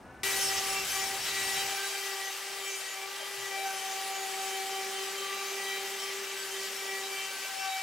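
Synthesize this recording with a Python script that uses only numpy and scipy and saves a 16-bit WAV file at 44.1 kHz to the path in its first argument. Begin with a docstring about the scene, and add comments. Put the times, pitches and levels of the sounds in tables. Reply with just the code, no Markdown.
"""A trim router on a home-built CNC gantry skims a wooden board in a small workshop. Its two-flute bit whines,
squeals on hard fibres and rasps off chips; imbalance and flute strikes make the board drone, while bearings and
fan run along. Half-way the stepper motors slow down, step over and hum along the next pass. A dull noise with a
faint whir opens the sound and fades out by about 2 s."""
import sys
import numpy as np
from scipy import signal
from scipy.io import wavfile

SR = 44100
rng = np.random.default_rng(int(sys.argv[2]) if len(sys.argv) > 2 else 0)


def transcribe(u):
    """Save the signal u as a 16-bit wav file named by the first command-line argument.

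    u: samples, shape (n,) or (channels, n), limited to [-1, 1]; the rate is SR.
    q: integer samples, one column per channel.
    """
    v = np.clip(np.atleast_2d(u).T, -1, 1)
    q = np.round(v * 32767).astype(np.int16)
    wavfile.write(sys.argv[1], SR, q)


N = 344862

# spindle speed, sagging under load: (time [s], speed [turns/s])
SPINDLE_SPEED = [(0.25, 389.5), (1.01, 387.9), (1.24, 391.2), (1.45, 388.2), (1.87, 392.8), (2.31, 387.4),
                 (2.52, 391.9), (2.71, 390.3), (2.84, 385.0), (3.3, 394.0), (3.84, 385.1), (4.16, 388.4),
                 (4.27, 385.3), (5.06, 387.5), (5.19, 390.9), (5.95, 389.8), (6.18, 391.8), (6.41, 388.0),
                 (6.94, 389.4), (7.65, 385.9), (7.74, 382.8), (7.8, 384.4)]
# depth of cut, as a cutting level that drives the layers: (time [s], level [dB])
CUT_DEPTH = [(0.25, -30.5), (0.39, -33.5), (0.44, -34.5), (0.52, -34), (1.22, -37), (1.26, -34),
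             (1.55, -34.5), (1.59, -34), (1.64, -35.5), (2.52, -42), (2.69, -43.5), (2.94, -43.5),
             (3.74, -40.5), (5.89, -39.5), (6.5, -41), (6.66, -40), (6.7, -41), (7.8, -41)]
def router(usual_cut_db=-40):
    """Spindle, bit and fan. An order is a multiple of the speed; deep cuts lift chips and bite."""
    speed, = in_time(SPINDLE_SPEED)
    depth_db = in_time(CUT_DEPTH)[0] - usual_cut_db
    turn = angle(speed + .3 * drift(12) + .15 * drift(60))
    hz = np.mean(speed)
    cutting = chips(turn, depth_db)
    low_orders = from_db(-dips_db()) * (drone(turn) + bite(turn, hz, depth_db))
    return cutting + low_orders + whine(turn, hz) + fan() + squeals(turn, hz) + bearings(turn, hz)


# base tone of the whine, set by the even orders: (frequency [Hz], level [dB])
WHINE_SPECTRUM = [(1550, -56.3), (3100, -53), (3900, -56.8), (4650, -55.3), (5450, -56.5), (6200, -57.5),
                  (7000, -58.3), (7800, -58.5), (8550, -59.3), (9400, -61.5), (10100, -61.5),
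                  (10900, -63.5), (11700, -63), (13200, -65.3), (14000, -66), (15500, -69)]
# trim on the odd orders: (frequency [Hz], gain [dB])
ODD_ORDER_TRIM = [(2700, -3), (5000, -6), (9000, -9), (13000, -12)]
# treble lift from harder strikes, in full from 7 kHz up: (time [s], gain [dB])
STRIKE_LIFT = [(.25, 9), (.44, 11), (.6, 4), (.72, 7), (.8, 2), (.92, 9.5), (1.05, 8), (1.2, 3), (1.5, 8),
               (1.8, 2), (2.1, 3.5), (2.38, -3), (2.55, 1), (2.78, 2.5), (3.1, -6), (3.5, -3), (4.0, 1.5),
               (4.16, -3), (4.3, 1), (5.0, .5), (5.25, -4), (5.6, 1), (6.2, -5), (6.5, 1), (7.8, 0)]
def whine(turn, hz):
    """Two flutes strike each turn, so even orders lead; their slight mismatch gives the odd ones."""
    lift_db, = in_time(STRIKE_LIFT)
    out = 0
    for k in [4, *range(7, 41)]:
        base_db = at_hz(WHINE_SPECTRUM, k * hz) + at_hz(ODD_ORDER_TRIM, k * hz) * (k % 2)
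        level_db = base_db + min(k * hz / 7000, 1) * lift_db
        flutter_db = 2.1 * drift(37)   # uneven fibres roughen each order
        out += from_db(level_db + flutter_db) * tone(k * turn, k * hz, scatter=.67, rate=19)
    return out


# squeal cues: (start [s], order [x speed], length [s], level [dB], pan left minus right [dB])
SQUEAL_CUES = [(.23, 12, .09, -45.5, 2), (.24, 5, .17, -42.5, 1), (.24, 6, .07, -45, 0),
               (.27, 22, .12, -44.5, 5), (.31, 32, .11, -49, 14), (.24, 14, .5, -45, -3),
               (.24, 30, .09, -49, 20), (.33, 14, .04, -43, -2), (.35, 24, .16, -49, -3),
               (.35, 28, .12, -46.5, 15), (.4, 16, .07, -42, -2), (.41, 14, .09, -36, -3),
               (.41, 18, .06, -42.5, 0), (.4, 22, .09, -40, 2), (.5, 5, .1, -45.5, 0),
               (.56, 14, .05, -38, -5), (.56, 16, .06, -45, -2), (.57, 17, .08, -48, 1),
               (.67, 20, .09, -48, 0), (.68, 14, .15, -45, -2), (.68, 24, .06, -49, 4),
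               (.64, 26, .1, -50.5, 8), (.72, 3, .08, -45, 0), (.76, 6, .06, -43, 0),
               (.755, 7, .065, -39, 0), (.78, 12, .11, -48, 0), (.88, 26, .09, -47, 5),
               (.89, 16, .06, -44, -1), (.9, 22, .13, -48, 0), (.93, 5, .13, -43.5, 1),
               (.93, 6, .13, -43.5, -1), (.98, 14, .11, -44, -4), (1.02, 16, .07, -45.5, -1),
               (1.2, 14, .09, -45, -1), (1.26, 10, .07, -42.5, -3), (1.3, 5, .22, -44.5, 3),
               (1.3, 6, .2, -45, 0), (1.36, 18, .14, -52, -4), (1.37, 10, .05, -43.5, 1),
               (1.39, 22, .13, -46.5, 4), (1.45, 10, .06, -43.5, 1), (1.46, 14, .12, -47, -2),
               (1.55, 10, .08, -40.5, 0), (1.55, 22, .08, -46, 3), (1.57, 8, .05, -42.5, 2),
               (1.72, 14, .07, -48.5, -4), (1.78, 4, .08, -43, 0), (1.82, 14, .11, -49, -4),
               (1.83, 10, .07, -47, 0), (1.84, 16, .05, -46, -1), (1.93, 4, .05, -47, 0),
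               (2.17, 6, .08, -50, 0), (2.21, 5, .09, -44, 2), (2.25, 16, .08, -50, 0),
               (2.6, 8, .1, -49, 1), (2.64, 18, .12, -52, 1), (2.65, 20, .04, -49.5, 0),
               (2.65, 30, .04, -54, 11), (2.66, 6, .1, -46.5, 0), (2.68, 16, .08, -49, -1),
               (2.75, 22, .04, -52, 7), (2.76, 26, .06, -54, 7), (2.76, 30, .07, -55, 11),
               (2.81, 22, .07, -54, 7), (2.82, 16, .08, -52, 0), (2.83, 20, .04, -53, 2),
               (2.83, 5, .11, -47.5, 3), (2.88, 18, .06, -51.5, -1), (2.96, 6, .1, -44, 2),
               (3.14, 26, .3, -59, 6), (3.16, 5, .09, -49, 0), (3.2, 8, .07, -50, 0), (3.22, 3, .1, -52, 4),
               (3.38, 3, .09, -51, 4), (3.45, 5, .13, -49, 1), (3.51, 6, .15, -46.5, 8),
               (3.58, 10, .07, -49, 5), (3.65, 16, .13, -53.5, 1), (3.65, 4, .09, -45.5, 0),
               (3.7, 26, .1, -56, 8), (3.8, 16, .18, -52.5, 0), (3.82, 26, .11, -56, 8),
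               (3.88, 14, .13, -52.5, -2), (3.9, 18, .08, -53.5, 1), (4.04, 26, .07, -52.5, 10),
               (4.07, 20, .11, -53.5, 0), (4.1, 6, .11, -50, -1), (4.12, 18, .13, -50.5, 0),
               (4.14, 17, .09, -53.5, -3), (4.22, 26, .12, -55.5, 8), (4.42, 26, .07, -55.5, 7),
               (4.3, 20, .07, -53.5, 1), (4.12, 4, .16, -52, 0), (4.34, 4, .3, -52, 0),
               (4.39, 17, .06, -52.5, -1), (4.4, 20, .1, -51.5, 0), (4.45, 8, .14, -49, -1),
               (4.48, 24, .07, -54.5, 8), (4.53, 6, .1, -49, 1), (4.53, 26, .11, -55.5, 5),
               (4.56, 11, .11, -52, 2), (4.66, 18, .07, -52.5, -2), (4.73, 8, .07, -47, -2),
               (4.91, 8, .16, -44, 0), (5.02, 20, .11, -52, 2), (5.17, 8, .12, -47, 3),
               (5.22, 3, .14, -44.3, 2), (5.27, 5, .1, -45, 2), (5.38, 16, .2, -49.5, -1),
               (5.2, 10, .26, -53, 0), (5.36, 3, .15, -46.5, 2), (5.35, 6, .25, -49.5, 0),
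               (5.59, 5, .17, -47.5, 1), (5.64, 10, .15, -50.5, 1), (5.66, 8, .15, -48, 6),
               (5.7, 6, .09, -42.5, 1), (5.84, 5, .11, -47.5, 0), (5.98, 3, .09, -50.5, 2),
               (6, 8, .1, -46, 5), (6, 14, .05, -46, 1), (6.35, 4, .1, -50.5, 0), (6.37, 20, .07, -50.5, 0),
               (6.53, 8, .17, -49, 0), (6.58, 12, .11, -49, -2), (6.59, 4, .1, -48.5, 0),
               (6.61, 14, .08, -51, 1), (6.75, 14, .18, -50.5, 0), (6.86, 6, .14, -44.5, 0),
               (6.89, 5, .13, -45, 0), (7.03, 10, .05, -46, -2), (7.1, 6, .13, -46, 0),
               (7.2, 7, .1, -47, 4), (7.21, 8, .07, -47, 5), (7.31, 4, .08, -49, 2), (7.41, 7, .06, -47, 0),
               (7.42, 6, .06, -45.5, 0), (7.44, 4, .1, -49, 2), (7.55, 14, .1, -49.5, 1),
               (7.59, 7, .08, -47, 0), (7.6, 6, .07, -42, 4), (7.6, 12, .07, -48, 1),
               (7.61, 4, .07, -47, 2), (7.63, 3, .06, -47, 4), (7.68, 10, .07, -47.5, 0),
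               (7.72, 6, .1, -43.5, 0)]
def squeals(turn, hz, edge_s=.015, edge_share=.35):
    """The bit meets hard fibres: a single order swells, flutters and lets go."""
    out, t = np.zeros((2, N)), np.arange(N) / SR
    reflections = .22 * (drift(35) + 1j * drift(35)) / np.sqrt(2)
    fibre_flutter = rms_one(from_db(1.4 * drift(60)))
    wavering = fibre_flutter * (1 + reflections)
    for start, order, length, db, pan_db in SQUEAL_CUES:
        fade_s = edge_s + edge_share * length
        ramp = (length / 2 - abs(t - start - length / 2)) / fade_s + .6
        active = ramp > 0
        swell = from_db(db) * np.sin(np.pi / 2 * np.minimum(ramp[active], 1)) ** 2
        phase = order * turn[active] + rng.uniform(0, 2 * np.pi)
        wave = np.exp(1j * phase) * np.roll(wavering, rng.integers(N))[active]
        whistle = stereo(wave.real, wave.imag, order * hz)
        out[:, active] += np.sqrt(2) * swell * panned(whistle, pan_db - at_hz(ROOM_PAN, order * hz))
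    return out


# midrange rasp of the cut: (frequency [Hz], relative level [dB])
RASP_EQ = [(350, -14.5), (500, -9), (1000, -7), (1500, -3), (2300, -1.5), (3000, -1), (3800, -7.5),
           (5500, -8.5)]
# bright hiss of the chip spray: (frequency [Hz], relative level [dB])
SPRAY_EQ = [(2800, -2), (4000, -3), (5000, -2.5), (6500, -1.5), (8000, -3.5), (10000, -8.5), (13000, -9),
            (15500, -15.5)]
def chips(turn, depth_db):
    """Chips tear off at each flute, no two the same size, so rasp and spray pulse lightly."""
    pulses = np.exp(.094 * np.cos(turn) + .076 * np.cos(2 * turn))
    bursts = rms_one(pulses * from_db(.4 * drift(120)))
    bursts *= from_db(.22 * drift(6.2))
    rasp = banded_noise(RASP_EQ, flicker_db=1.5, rate=12) + board()
    spray = banded_noise(SPRAY_EQ, flicker_db=1.5, rate=14.4)
    return bursts * (from_db(-43.5 + .69 * depth_db) * rasp + from_db(-43 + .85 * depth_db) * spray)


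# wood resonances: (frequency [Hz], bandwidth [Hz], level against the rasp [dB])
BOARD_MODES = [(654, 91, -37), (933, 55, -20), (1273, 69, -15.5), (1710, 33, -14.5), (2100, 280, -9),
               (2860, 250, -20.5)]
def board():
    """Chips keep the board's resonances ringing."""
    out = 0
    for hz, width_hz, db in BOARD_MODES:
        radius = np.exp(-np.pi * width_hz / SR)
        poles = [1, -2 * radius * np.cos(2 * np.pi * hz / SR), radius * radius]
        mid, side = rms_one(signal.lfilter([1, 0, -1], poles, rng.standard_normal((2, N))))
        out += from_db(db) * stereo(mid, side, hz)
    return out


# once-a-turn drone from imbalance: (time [s], level [dB])
IMBALANCE_LEVEL = [(0.25, -46), (1.3, -49.6), (1.39, -48), (2.5, -50), (2.75, -47.6), (2.9, -55),
                   (3.03, -51), (3.64, -48.5), (3.82, -52), (4.73, -44), (7.08, -46), (7.8, -74)]
# standing waves move it sideways: (time [s], pan left minus right [dB])
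IMBALANCE_PAN = [(0.25, 13), (0.59, 16), (1.15, -2.5), (2.36, 2.5), (3.55, 15), (5.78, -1), (7.4, 4.5)]
# twice-a-turn drone from the flutes: (time [s], level [dB])
FLUTE_LEVEL = [(0.25, -51), (0.46, -42.5), (0.82, -43.5), (0.88, -45.5), (0.94, -42.5), (1.15, -43.5),
               (1.22, -52.5), (1.66, -41), (1.89, -52), (2.27, -46.5), (2.8, -57.5), (3.0, -47),
               (3.17, -62), (3.43, -62), (3.55, -42), (3.66, -35), (3.74, -45), (3.82, -41), (4.0, -42.5),
               (4.12, -41), (4.77, -40.5), (5.19, -52), (5.86, -47), (6.2, -66), (6.5, -54.5),
               (7.17, -47.5), (7.38, -58.5), (7.7, -36), (7.8, -42.5)]
# standing waves move this one too: (time [s], pan left minus right [dB])
FLUTE_PAN = [(.25, 2), (2.7, 5), (2.88, 22), (3.0, 2.5), (4.77, 0.5), (4.96, -12), (5.17, 2), (6.66, -1.5),
             (6.75, -12), (7.6, 19), (7.76, 2), (7.8, 8)]
def drone(turn):
    """Imbalance and the two flutes shake the board at orders one and two."""
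    out = 0
    for order, levels, pans in (1, IMBALANCE_LEVEL, IMBALANCE_PAN), (2, FLUTE_LEVEL, FLUTE_PAN):
        direct = panned(np.sqrt(2) * np.cos(order * turn), in_time(pans)[0])
        scattered = np.array([fading(order * turn, rate=9.8) for channel in "LR"])
        flutter_db = 1.56 * drift(14)   # uneven fibres
        out += from_db(in_time(levels)[0] + flutter_db) * (direct + .21 * scattered)
    return out


# low tones of the flutes biting: (order [x speed], level at the usual depth [dB])
BITE_ORDERS = [(3, -54.5), (5, -52.5), (6, -53)]
def bite(turn, hz, depth_db):
    """Orders three, five and six come and go with the grain of the board."""
    out = 0
    for k, db in BITE_ORDERS:
        grain_db = 3 * drift(3.5)
        out += from_db(db + .32 * depth_db + grain_db) * tone(k * turn, k * hz, scatter=.52, rate=22)
    return out


# brief ducks in drone and bite: (time [s], length [s], depth [dB])
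LOW_ORDER_DIPS = [(0.9, .045, 16), (1.22, .08, 6), (2.38, .07, 7), (2.88, .08, 5), (6.42, .12, 4),
                  (6.74, .08, 4)]
def dips_db():
    """Level the low orders lose as they dip and come back."""
    t = np.arange(N) / SR
    return sum(db * bell(t, centre, length) for centre, length, db in LOW_ORDER_DIPS)


# bearing partials: (ratio [x speed], relative level [dB])
BEARING_TONES = [(2.088, 0), (3.07, -4), (4.08, -7), (5.08, -4), (12.28, -6)]
# their shared fader: (time [s], level [dB])
BEARING_FADER = [(.25, -55), (1.3, -59), (1.65, -52), (1.95, -53), (2.55, -57), (2.9, -63), (3.15, -55.5),
                 (3.5, -55.5), (3.6, -60), (5.0, -60), (5.3, -55.5), (6.2, -58), (6.5, -64)]
def bearings(turn, hz):
    """The balls roll at no whole multiple of the speed, so their tones beat against the orders."""
    tones = sum(from_db(db) * tone(k * turn, k * hz, scatter=.3, rate=6) for k, db in BEARING_TONES)
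    return from_db(in_time(BEARING_FADER)[0]) * tones


# rush of cooling air: (frequency [Hz], relative level [dB])
FAN_EQ = [(55, -34), (70, -12), (90, -8.5), (135, -11.5), (180, -16), (230, -3), (320, -10.5), (450, 3),
          (800, 4), (1500, -1.5)]
def fan():
    """The router's cooling fan blows a soft, flickering noise."""
    return from_db(-55) * banded_noise(FAN_EQ, flicker_db=2.5, rate=7) * drawing_back()


def steppers(crawl_from_s=3.285, crawl_to_s=3.49, crawl_hz=500, travel_hz=780, resonance_hz=605):
    """Between passes the step rate glides down and up again, ringing the gantry's resonance."""
    t = np.arange(N) / SR
    braking_hz = 1800 * np.maximum(crawl_from_s - t, 0)
    speeding_hz = 1250 * np.maximum(t - crawl_to_s, 0)
    step_hz = np.minimum(crawl_hz + braking_hz + speeding_hz, travel_hz)
    pace = (step_hz - crawl_hz) / (travel_hz - crawl_hz)
    strain = np.sqrt(1 - pace) * np.minimum(.45 + 2 * pace, 1)   # loudest on the ramps
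    ring_db = 10.5 * bell(step_hz, resonance_hz, width=70)
    judder_db = 2 * drift(40)
    glide = tone(angle(step_hz), resonance_hz, scatter=1.5, rate=70)
    return strain * from_db(-59.5 + ring_db + judder_db) * glide


# low rumble of the frame: (frequency [Hz], relative level [dB])
FRAME_EQ = [(50, -30), (90, -12), (120, 4), (160, -14), (260, -30)]
def side_step():
    """The step over to the next pass rumbles briefly in the frame."""
    push = from_db(-63) * bell(np.arange(N) / SR, centre=3.41, width=.075)
    return push * banded_noise(FRAME_EQ, flicker_db=2, rate=7)


# hum of the moving gantry: (frequency [Hz], level [dB])
HUM_TONES = [(187, -77), (199.2, -74), (231.5, -72.5), (301.5, -74), (398.4, -61), (430.7, -66.5),
             (463, -70), (570.6, -68)]
def gantry_hum(return_s=3.5):
    """The gantry hums along the return pass, one tone beating against the spindle."""
    t = np.arange(N) / SR
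    fade_in = np.clip((t - return_s) * 10, 0, 1)
    hum = sum(from_db(db) * tone(2 * np.pi * hz * t, hz, scatter=.76, rate=7.1) for hz, db in HUM_TONES)
    return fade_in * drawing_back() * hum


# dull opening noise: (frequency [Hz], relative level [dB])
OPENING_EQ = [(25, -18), (55, -5.5), (100, -3.5), (200, -6), (300, -5.5), (450, -8), (850, -9),
              (1150, -13.5), (1600, -12), (2100, -26), (2800, -31), (4000, -29.5), (15000, -44)]
# faint whir within it: (harmonic [x pitch], level before the fades [dB])
WHIR_HARMONICS = [(3, -61), (6, -61.5), (7, -62.5), (8, -69), (9, -71), (10, -75), (11, -74), (12, -74)]
def opening_noise(whir_hz=252, ring_hz=8550, fade_from_s=1.69):
    """Dull noise, a rising, swelling whir and a thin ring sink slowly together, then fade out."""
    t = np.arange(N) / SR
    noise = from_db(-50.5) * banded_noise(OPENING_EQ, flicker_db=1.5, rate=35)
    rise_left = np.exp(-t / .06)
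    turn = angle(whir_hz - 26 * rise_left)
    whir = sum(from_db(db) * tone(k * turn, k * whir_hz, scatter=1, rate=25) for k, db in WHIR_HARMONICS)
    ring = from_db(-77) * tone(2 * np.pi * ring_hz * t, ring_hz, scatter=10, rate=150)
    fader = from_db(-2 * t - 125 * np.clip(t - fade_from_s, 0, 1))
    return fader * (noise + from_db(-9 * rise_left) * whir + ring)


def drawing_back(from_s=7.45, db_per_s=30):
    """Fade on fan and gantry hum as the listening point draws back."""
    return from_db(-db_per_s * np.maximum(np.arange(N) / SR - from_s, 0))


# how alike left and right sound: (frequency [Hz], likeness [0-1])
ROOM_LIKENESS = [(50, .89), (150, .9), (500, .93), (2000, .91), (4000, .82), (6500, .64), (9000, .42),
                 (14000, .4)]
# lean of the stereo image: (frequency [Hz], pan left minus right [dB])
ROOM_PAN = [(100, 0), (390, 0.5), (780, 2), (1500, 1.6), (3000, 1), (5500, 1.5), (8000, 0.5), (10000, 8.5),
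            (14000, 7)]
def stereo(mid, side, hz):
    """Reflections widen the image towards the treble, where it also leans left."""
    alike = at_hz(ROOM_LIKENESS, hz)
    width = np.sqrt((1 - alike) / (1 + alike))
    return panned(mid + width * side * np.array([[1], [-1]]), at_hz(ROOM_PAN, hz))


def panned(x, pan_db):
    """Left louder than right by pan_db, the middle kept."""
    ratio = np.atleast_1d(from_db(pan_db))
    return x * 2 * np.array([ratio, np.ones_like(ratio)]) / (1 + ratio)


def banded_noise(eq, flicker_db, rate):
    """Stereo noise in 14 bands, each flickering on its own; rms 1 in the middle."""
    edges = np.geomspace(eq[0][0] * .85, min(eq[-1][0] * 1.1, .45 * SR), 15)
    out, white = 0, rng.standard_normal((2, 2, N))
    for k, (low, high) in enumerate(zip(edges, edges[1:])):
        bandpass = signal.butter(2, [low, high], "band", fs=SR, output="sos")
        mid, side = signal.sosfilt(bandpass, white[k % 2])
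        hz = np.sqrt(low * high)
        out += stereo(mid, side, hz) * from_db(at_hz(eq, hz) + flicker_db * drift(rate))
    return out / np.std(out.mean(axis=0))


def tone(phase, hz, scatter, rate):
    """A direct tone plus its scattered share, placed in stereo by hz; rms about 1."""
    direct = np.sqrt(2) * np.cos(phase + rng.uniform(0, 2 * np.pi))
    mid = (direct + scatter * fading(phase, rate)) / np.sqrt(1 + scatter ** 2)
    return stereo(mid, fading(phase, rate), hz)


def fading(phase, rate):
    """A tone that arrives over many shifting paths swells and fades."""
    return drift(rate) * np.cos(phase) + drift(rate) * np.sin(phase)


def drift(rate):
    """Smooth random modulation of rms 1, rolling off from about rate [Hz]."""
    hop, settle = 40, 2000
    pole = np.exp(-2 * np.pi * rate * hop / SR)
    white = rng.standard_normal(N // hop + settle + 2)
    slow = signal.lfilter([1], [1, -2 * pole, pole * pole], white)[settle:]
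    return np.interp(np.arange(N) / hop, np.arange(len(slow)), rms_one(slow))


def bell(x, centre, width):
    """A swell of height 1, at half power half a width from its centre."""
    return .5 ** np.minimum(2 * ((x - centre) / width) ** 2, 60)


def angle(hz):
    """Running phase of a rate."""
    return 2 * np.pi * np.cumsum(hz) / SR


def in_time(rows):
    """The value columns of an automation curve, sample by sample."""
    times, *columns = np.transpose(rows)
    return [np.interp(np.arange(N) / SR, times, column) for column in columns]


def at_hz(points, hz):
    """Read a curve on a log-frequency axis."""
    frequencies, values = np.transpose(points)
    return np.interp(np.log(hz), np.log(frequencies), values)


def from_db(db):
    """Decibels to gain."""
    return 10 ** (np.asarray(db) / 20)


def rms_one(x):
    """Scale to rms 1."""
    return x / np.sqrt(np.mean(x ** 2) + 1e-20)


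def scene(router_in_s=.2325):
    """The router sounds abruptly from 0.23 s on, over the dull noise that opens the scene; the gantry joins
    half-way."""
    running = np.clip((np.arange(N) - router_in_s * SR) / 20, 0, 1)
    return running * router() + steppers() + side_step() + gantry_hum() + opening_noise()


def record(dry, cutoff_hz=15800):
    """A steep low-pass takes off the very top."""
    return signal.sosfilt(signal.ellip(12, .1, 90, cutoff_hz, fs=SR, output="sos"), dry)


dry = scene()
out = record(dry)
transcribe(out)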